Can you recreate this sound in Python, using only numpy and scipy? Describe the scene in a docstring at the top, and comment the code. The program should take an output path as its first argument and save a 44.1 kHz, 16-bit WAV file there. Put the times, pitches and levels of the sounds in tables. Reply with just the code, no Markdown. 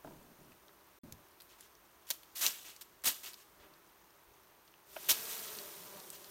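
"""Under a tree in a quiet wood, the microphone close to a branch that carries a wild honeycomb.
Over far foliage and a thin hiss, hands rub and knock the branch; a bee drifts past and the sound cuts
out for an instant. Twigs snap and trimmings crunch into dry leaves. Near five seconds one jerk throws
the bees off: the clump crashes into the leaf litter and seethes there, and stragglers patter down
while the swarm takes wing with a soft hum."""
import sys
import numpy as np
from scipy import signal
from scipy.fft import rfft, irfft, next_fast_len
from scipy.io import wavfile
from scipy.ndimage import map_coordinates

SR = 44100
rng = np.random.default_rng(int(sys.argv[2]) if len(sys.argv) > 2 else 0)


def inscribe(sig):
    """Save sig as 16-bit PCM at rate SR to the path in sys.argv[1].

    A 1-D sig is mono; a 2-D sig holds one channel per row.
    Samples are clipped to [-1, 1] before scaling.
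    """
    pcm = np.round(np.clip(np.atleast_2d(sig).T, -1, 1) * 32767)
    wavfile.write(sys.argv[1], SR, pcm.astype(np.int16))


N = 277830
TOP_HZ = 15850  # band limit
SHAKE_S, LOOSEN_S = 4.85, .35  # the bees begin to lose their hold; all are off this much later

# spectrum of dry leaf litter: frequency_hz, level_db
LEAF_LITTER = [(35, -52), (60, -27), (406, -13), (780, -10), (940, -10.5), (1060, -8), (1570, -7),
               (2330, -5), (3020, -1.5), (4920, -4), (6220, -2.5), (9680, -5), (10600, -7), (13700, -0.5),
               (15800, -7)]


def amp(db):
    """Decibels to gain."""
    return 10 ** (np.asarray(db) / 20)


def unit(x):
    """Scale to rms 1."""
    return x / np.sqrt(np.mean(x ** 2) + 1e-20)


def along(points, hz):
    """Read (frequency_hz, value) points on a log frequency axis."""
    frequencies, values = np.transpose(points)
    return np.interp(np.log(hz + 1), np.log(frequencies + 1), values)


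def wobble(rate, t):
    """A smooth random curve over the times t, rate knots a second."""
    return map_coordinates(rng.standard_normal(400), [t * rate], mode="wrap")


def filtered(x, response):
    """Filter x by a response given as a function of frequency."""
    size = next_fast_len(len(x) + 4096)
    return irfft(rfft(x, size) * response(np.fft.rfftfreq(size, 1 / SR)), size)[:len(x)]


def coloured(x, spectrum):
    """Shape x by a spectrum, at rms 1."""
    return unit(filtered(x, lambda hz: amp(along(spectrum, hz))))


def noise_through(response, t):
    """Filtered white noise over the times t, at rms 1."""
    return unit(filtered(rng.standard_normal(len(t)), response))


def resonance(f, centre, q):
    """Response of a causal band-pass."""
    return 1j * f * centre / q / (centre ** 2 - f ** 2 + 1j * f * centre / q)


def add(track, start_s, sound):
    """Mix a sound into the track."""
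    start = max(round(start_s * SR), 0)
    track[start:start + len(sound)] += sound[:max(N - start, 0)]


def stroke(t, length_s, attack_s, release_s):
    """Attack, hold until length_s, then fall 20 dB per release_s."""
    return np.clip(t / attack_s, 0, 1) * amp(-20 * np.maximum(t - length_s, 0) / release_s)


def surge(rise_s, hold_s, decay_s, rest):
    """Activity after the shake: it grows to 1, holds, then dies down to a resting share."""
    t = np.arange(N) / SR - SHAKE_S
    dying = np.exp(-np.maximum(t - rise_s - hold_s, 0) / decay_s)
    return np.clip(t / rise_s, 0, 1) * (rest + (1 - rest) * dying)


def crackle(count, spread_db, life_s):
    """A steady stream of tiny leaf clicks, each with its own pitch and size."""
    when, pitch, size, phase = rng.random((count, 4), dtype=np.float32).T[:, :, None]
    k = np.arange(64, dtype=np.float32)  # samples of one click
    strength = amp(-spread_db * np.log(np.maximum(size, .015)))
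    ring = np.sin(2 * np.pi * (pitch * TOP_HZ / SR * k + phase))
    clicks = strength * np.exp(-k / SR / life_s) * ring
    return np.bincount((when * N + k).astype(int).ravel(), clicks.ravel(), N)[:N]


def woodland(foliage_db=-66, stir_db=0.38):
    """Far foliage murmurs over a thin, even hiss."""
    # spectra of the foliage and of the hiss: frequency_hz, level_db
    foliage_spectrum = [(20, -23), (55, 0.5), (100, -5.5), (200, -5), (255, -8.5), (335, 2), (420, -1),
                        (500, -5.5), (600, -3), (720, -4.5), (1000, -0.5), (2400, -10.5), (5500, -17),
                        (9000, -41)]
    hiss_spectrum = [(2000, -9), (5000, -12), (6200, -3.5), (7600, -10), (9000, -3.5), (10400, -9.5),
                     (12000, -2), (14000, -0.5), (15800, -2.5)]
    # course of the hiss: time_s, level_db
    hiss_levels = [(0, -66), (.6, -67), (2, -67.5), (6.3, -68)]
    t = np.arange(N) / SR
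    sway = amp(foliage_db + stir_db * wobble(4.7, t))
    foliage = sway * coloured(rng.standard_normal(N), foliage_spectrum)
    hiss_db = np.interp(t, *np.transpose(hiss_levels))
    return foliage + amp(hiss_db) * coloured(rng.standard_normal(N), hiss_spectrum)


def stirring(rustle_db=-76, tick_db=-84):
    """Close by, bark, sleeves and leaves underfoot keep up a faint rustle with a few stray ticks."""
    rustle = coloured(crackle(count=4000, spread_db=3, life_s=.0003), LEAF_LITTER)
    ticks = coloured(crackle(count=30, spread_db=3.5, life_s=0.00081), LEAF_LITTER)
    return amp(rustle_db + 0.85 * wobble(4.11, np.arange(N) / SR)) * rustle + amp(tick_db) * ticks


def handling(thump_gain_db=-1, rub_gain_db=-1.5, sag_db_per_s=37):
    """Hands bump and rub; each rub is strongest as the grip first slips."""
    # dull thumps of hands and of falling weight: start_s, relative_db, pitch_hz, t60_s
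    thumps = [(1.035, -45.5, 149, 0.24), (1.116, -48.5, 109, 0.22), (3.07, -52, 240, 0.21),
              (3.6, -59, 55, .09), (4.268, -52, 44, 0.11), (5.114, -50, 76, 0.087)]
    # hands shifting their grip: start_s, relative_db, length_s
    rubs = [(0.039, -52, 0.29), (0.388, -58.5, .13), (1.032, -58.5, 0.17), (3.57, -68, .15)]
    # spectrum of the slipping grip: frequency_hz, level_db
    grip_spectrum = [(40, -6), (100, -10), (150, 3), (300, -3), (450, -6), (650, -11), (1000, -15.5),
                     (2000, -31)]
    out, t = np.zeros(N), np.arange(SR // 2) / SR
    for start_s, db, hz, t60 in thumps:
        body = noise_through(lambda f: resonance(f, hz, q=1.35) ** 2, t)
        add(out, start_s, amp(db + thump_gain_db - 60 * t / t60) * body * (1 - np.exp(-t / .0007)))
    for start_s, db, length_s in rubs:
        skin = coloured(rng.standard_normal(len(t)), grip_spectrum)
        slip = stroke(t, length_s, attack_s=0.0027, release_s=0.078)
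        add(out, start_s, amp(db + rub_gain_db - sag_db_per_s * t) * slip * skin)
    return out


def branch_knocks(ring_q=3.1, attack_s=0.0019):
    """The branch, damped by the hand, rings briefly; a harder knock favours its upper modes."""
    # knocks on the branch: start_s, level_db, hardness_db_per_octave
    knocks = [(.045, -42, -3.5), (.072, -43, -2), (.106, -51, -3), (2.104, -46, 6.5), (4.9626, -38, 5.5)]
    # modes of the held branch: pitch_hz, relative_db, t60_s
    modes = [(261, -6.5, 0.055), (613, 0, 0.044), (910, -6, 0.039), (1450, -7.5, .04), (2750, -14, 0.034)]
    main_mode_hz = modes[1][0]
    out, t = np.zeros(N), np.arange(SR // 4) / SR
    for start_s, db, hardness in knocks:
        for hz, mode_db, t60 in modes:
            ring = noise_through(lambda f: resonance(f, hz, ring_q) ** 2, t)
            level_db = db + mode_db + hardness * np.log2(hz / main_mode_hz)
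            add(out, start_s, amp(level_db - 60 * t / t60) * ring * (1 - np.exp(-t / attack_s)))
    return out


def snaps(gain_db=-8, t60_s=0.008, tail_db=-14, tail_t60_s=0.059, crack_db=-11, edge_db=7):
    """A fracture or strike is a short burst that rings its twig or leaf, with a bright edge."""
    # twigs snapping, bark ticking, single bees hitting leaves: start_s, relative_db, pitch_hz, bright_db
    strikes = [(0.5195, -46.5, 2540, -27), (.6818, -46, 4060, -20), (1.1235, -32.5, 6430, -8),
               (1.4024, -39.5, 4520, -14), (1.4074, -39, 4700, -8), (1.4192, -39.5, 4610, -1),
               (1.6075, -36, 8700, -27), (2.1036, -16, 6300, -11), (2.1097, -18.5, 4100, -12),
               (2.2323, -41, 2870, -12), (2.4641, -9.5, 5700, -21), (2.7631, -36.5, 6790, -17),
               (2.8126, -35.5, 4310, -12), (3.144, -35, 3590, -15), (3.2335, -33.5, 2860, -18),
               (3.3328, -35.5, 4600, -9), (3.3413, -35.5, 4700, -18), (3.7374, -47.5, 4460, -21),
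               (4.6773, -44.5, 3450, -23), (5.4814, -31, 4440, -10), (5.5864, -27, 4250, -16),
               (6.0008, -38.5, 5200, -14), (6.102, -29, 8450, -9), (6.244, -39, 4350, -17)]
    out, t = np.zeros(N), np.arange(SR // 20) / SR
    fading = amp(-60 * t / t60_s) + amp(tail_db - 60 * t / tail_t60_s)
    for start_s, db, hz, bright_db in strikes:
        colour = lambda f: (resonance(f, hz, q=3.5)
                            + amp(crack_db) * resonance(f, 3860, q=.8) ** 2
                            + amp(bright_db + edge_db) * resonance(f, 12000, q=2.7))
        add(out, start_s + .0005, noise_through(colour, t) * amp(db + gain_db) * fading)
    return out


def swarm(count=30, calm_db=-83, alarm_db=-57.5, wingbeat_hz=192.6, alarm_rise_hz=29.03, swell_s=0.057):
    """Each bee sends one air pulse per wingbeat; alarm lifts the hum's level and pitch, then both sag."""
    # spectra of the wing pulses and of the air they stir: frequency_hz, level_db
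    wing_spectrum = [(80, -20), (140, -6.5), (215, -12), (300, -1), (420, -0.5), (600, -3), (800, -9),
                     (1000, -6), (1500, -13.5), (4000, -39)]
    wash_spectrum = [(60, -27), (110, -9), (160, -0.5), (220, -5), (400, -7), (900, -28)]
    # brief swells of low hum (bees passing; at 3.66 s a hand shifting its grip): peak_s, level_db
    swells = [(.7, -70), (3.66, -67.5), (5.97, -66)]
    t = np.arange(N) / SR
    level = amp(calm_db) + amp(alarm_db) * surge(LOOSEN_S, hold_s=0.36, decay_s=0.79, rest=0.21)
    level += sum(amp(db) / (1 + ((t - peak_s) / swell_s) ** 2) for peak_s, db in swells)
    beat_hz = wingbeat_hz + alarm_rise_hz * surge(LOOSEN_S, hold_s=.08, decay_s=.5, rest=0)
    beat_hz *= np.exp(.015 * wobble(7, t))  # the whole hum wavers
    step = 100  # samples between pitch updates
    coarse_t, pulses = t[::step], np.zeros(N)
    for rank in np.linspace(0, 1, count):
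        detune = .033 * (1 - 2 * rank) - .24 * rank ** 4  # most beat near one rate, a few trail below
        pitch_hz = beat_hz[::step] * np.exp(detune + .036 * wobble(13, coarse_t))
        cycles = rng.random() + np.cumsum(pitch_hz) * step / SR
        beats_s = np.interp(np.arange(2, cycles[-1]), cycles, coarse_t)
        swerve_db = 4 * wobble(9, beats_s)  # louder as the bee swerves close
        pulses += np.bincount((beats_s * SR).astype(int), amp(swerve_db), N)
    wash_db = -9 + 2.5 * wobble(10, t)  # stirred air flutters under the tone
    wash = amp(wash_db) * coloured(rng.standard_normal(N), wash_spectrum)
    return level * (coloured(pulses - pulses.mean(), wing_spectrum) + wash)


def leaf_crunches(settle_db=-12, treble_hz=1500):
    """Each touch or landing crushes many dry leaves: a dense crackle swells and settles."""
    # leaves crushed by hands or falling things: start_s, level_db, length_s, treble_db_per_octave
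    crunches = [(1.4, -68, 0.053, 6), (1.484, -64.5, 0.054, -3), (1.576, -63.5, 0.074, -2),
                (2.066, -57.5, 0.016, -1.5), (2.079, -51.5, 0.056, 1), (2.102, -37, 0.01, 2.5),
                (2.35, -43, 0.061, 1), (2.402, -33, 0.07, -0.24), (2.639, -53, 0.062, -2),
                (2.808, -49, 0.015, 1), (3.0376, -37, 0.0095, -0.5), (3.049, -29.5, 0.039, 0.2),
                (3.227, -47.5, 0.058, -1), (3.363, -64, 0.058, -0.5), (3.589, -64.5, 0.059, -8),
                (5.085, -25.5, 0.029, 0), (5.286, -44.5, 0.044, 0.5), (6.124, -54, 0.031, -0.5)]
    grains = coloured(crackle(count=36000, spread_db=0.57, life_s=0.00056), LEAF_LITTER)
    out, t = np.zeros(N), np.arange(3 * SR // 4) / SR
    for start_s, db, length_s, tilt in crunches:
        offset = rng.integers(N - len(t))
        treble = lambda hz: amp(tilt * np.log2(np.maximum(hz, treble_hz)))
        leaves = unit(filtered(grains[offset:offset + len(t)], treble))
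        attack_s = 0.24 * length_s  # a longer crunch stirs more leaves: slower to swell and to settle
        crush = stroke(t, length_s, attack_s, release_s=0.95 * length_s)
        settle = amp(settle_db) * stroke(t, length_s, attack_s, release_s=3.7 * length_s)
        add(out, start_s, amp(db) * leaves * np.hypot(crush, settle))
    return out


def fallen_bees(seethe_db=-45, patter_db=-54):
    """On the ground, thousands of legs and wings scrape the leaves; late bees hit them one by one."""
    # spectrum of bees scrabbling in leaves: frequency_hz, level_db
    scrabble_spectrum = [(410, -25), (700, -8.5), (1120, -5.5), (2150, -7.5), (3530, -4.5), (5020, -6),
                         (5860, -4), (7710, -7), (9020, -4), (10400, -7), (14100, -0.5), (15000, -0.5),
                         (15800, -14)]
    legs = coloured(crackle(count=50000, spread_db=0.5, life_s=0.00033), scrabble_spectrum)
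    landings = coloured(crackle(count=4000, spread_db=3, life_s=0.0003), LEAF_LITTER)
    return (amp(seethe_db) * surge(LOOSEN_S, hold_s=0.16, decay_s=0.34, rest=.18) * legs
            + amp(patter_db) * surge(rise_s=0.56, hold_s=0.091, decay_s=0.076, rest=0.19) * landings)


def among_trees(x, ground_db=-13, ground_delay_s=.0031, echo_db=-22):
    """The ground reflects a near sound at once; trunks and crowns scatter a faint tail."""
    # decay of the echo among the trees: frequency_hz, t60_s
    echo_decay = [(200, .4), (3000, 1), (14000, 1)]
    hz, t, noise = signal.stft(rng.standard_normal(SR), SR, nperseg=256)
    tail = signal.istft(noise * amp(-60 * t / along(echo_decay, hz)[:, None]), SR, nperseg=256)[1]
    echo = signal.fftconvolve(x, tail / np.linalg.norm(tail))[:N]
    bounce = np.pad(x, (round(ground_delay_s * SR), 0))[:N]
    return x + amp(ground_db) * bounce + amp(echo_db) * echo


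def scene():
    """All that reaches one microphone under the tree."""
    near = leaf_crunches() + snaps() + branch_knocks() + stirring() + handling() + fallen_bees()
    return (among_trees(near) + swarm() + woodland())[None]


def record(dry):
    """The sound cuts out for an instant, and nothing passes above the band limit."""
    cut_s, resume_s = .988, 1.034
    t = np.arange(N) / SR
    live = (t < cut_s) | (t > resume_s)
    return filtered(dry[0] * live, lambda hz: hz < TOP_HZ)[None]


dry = scene()
out = record(dry)
inscribe(out)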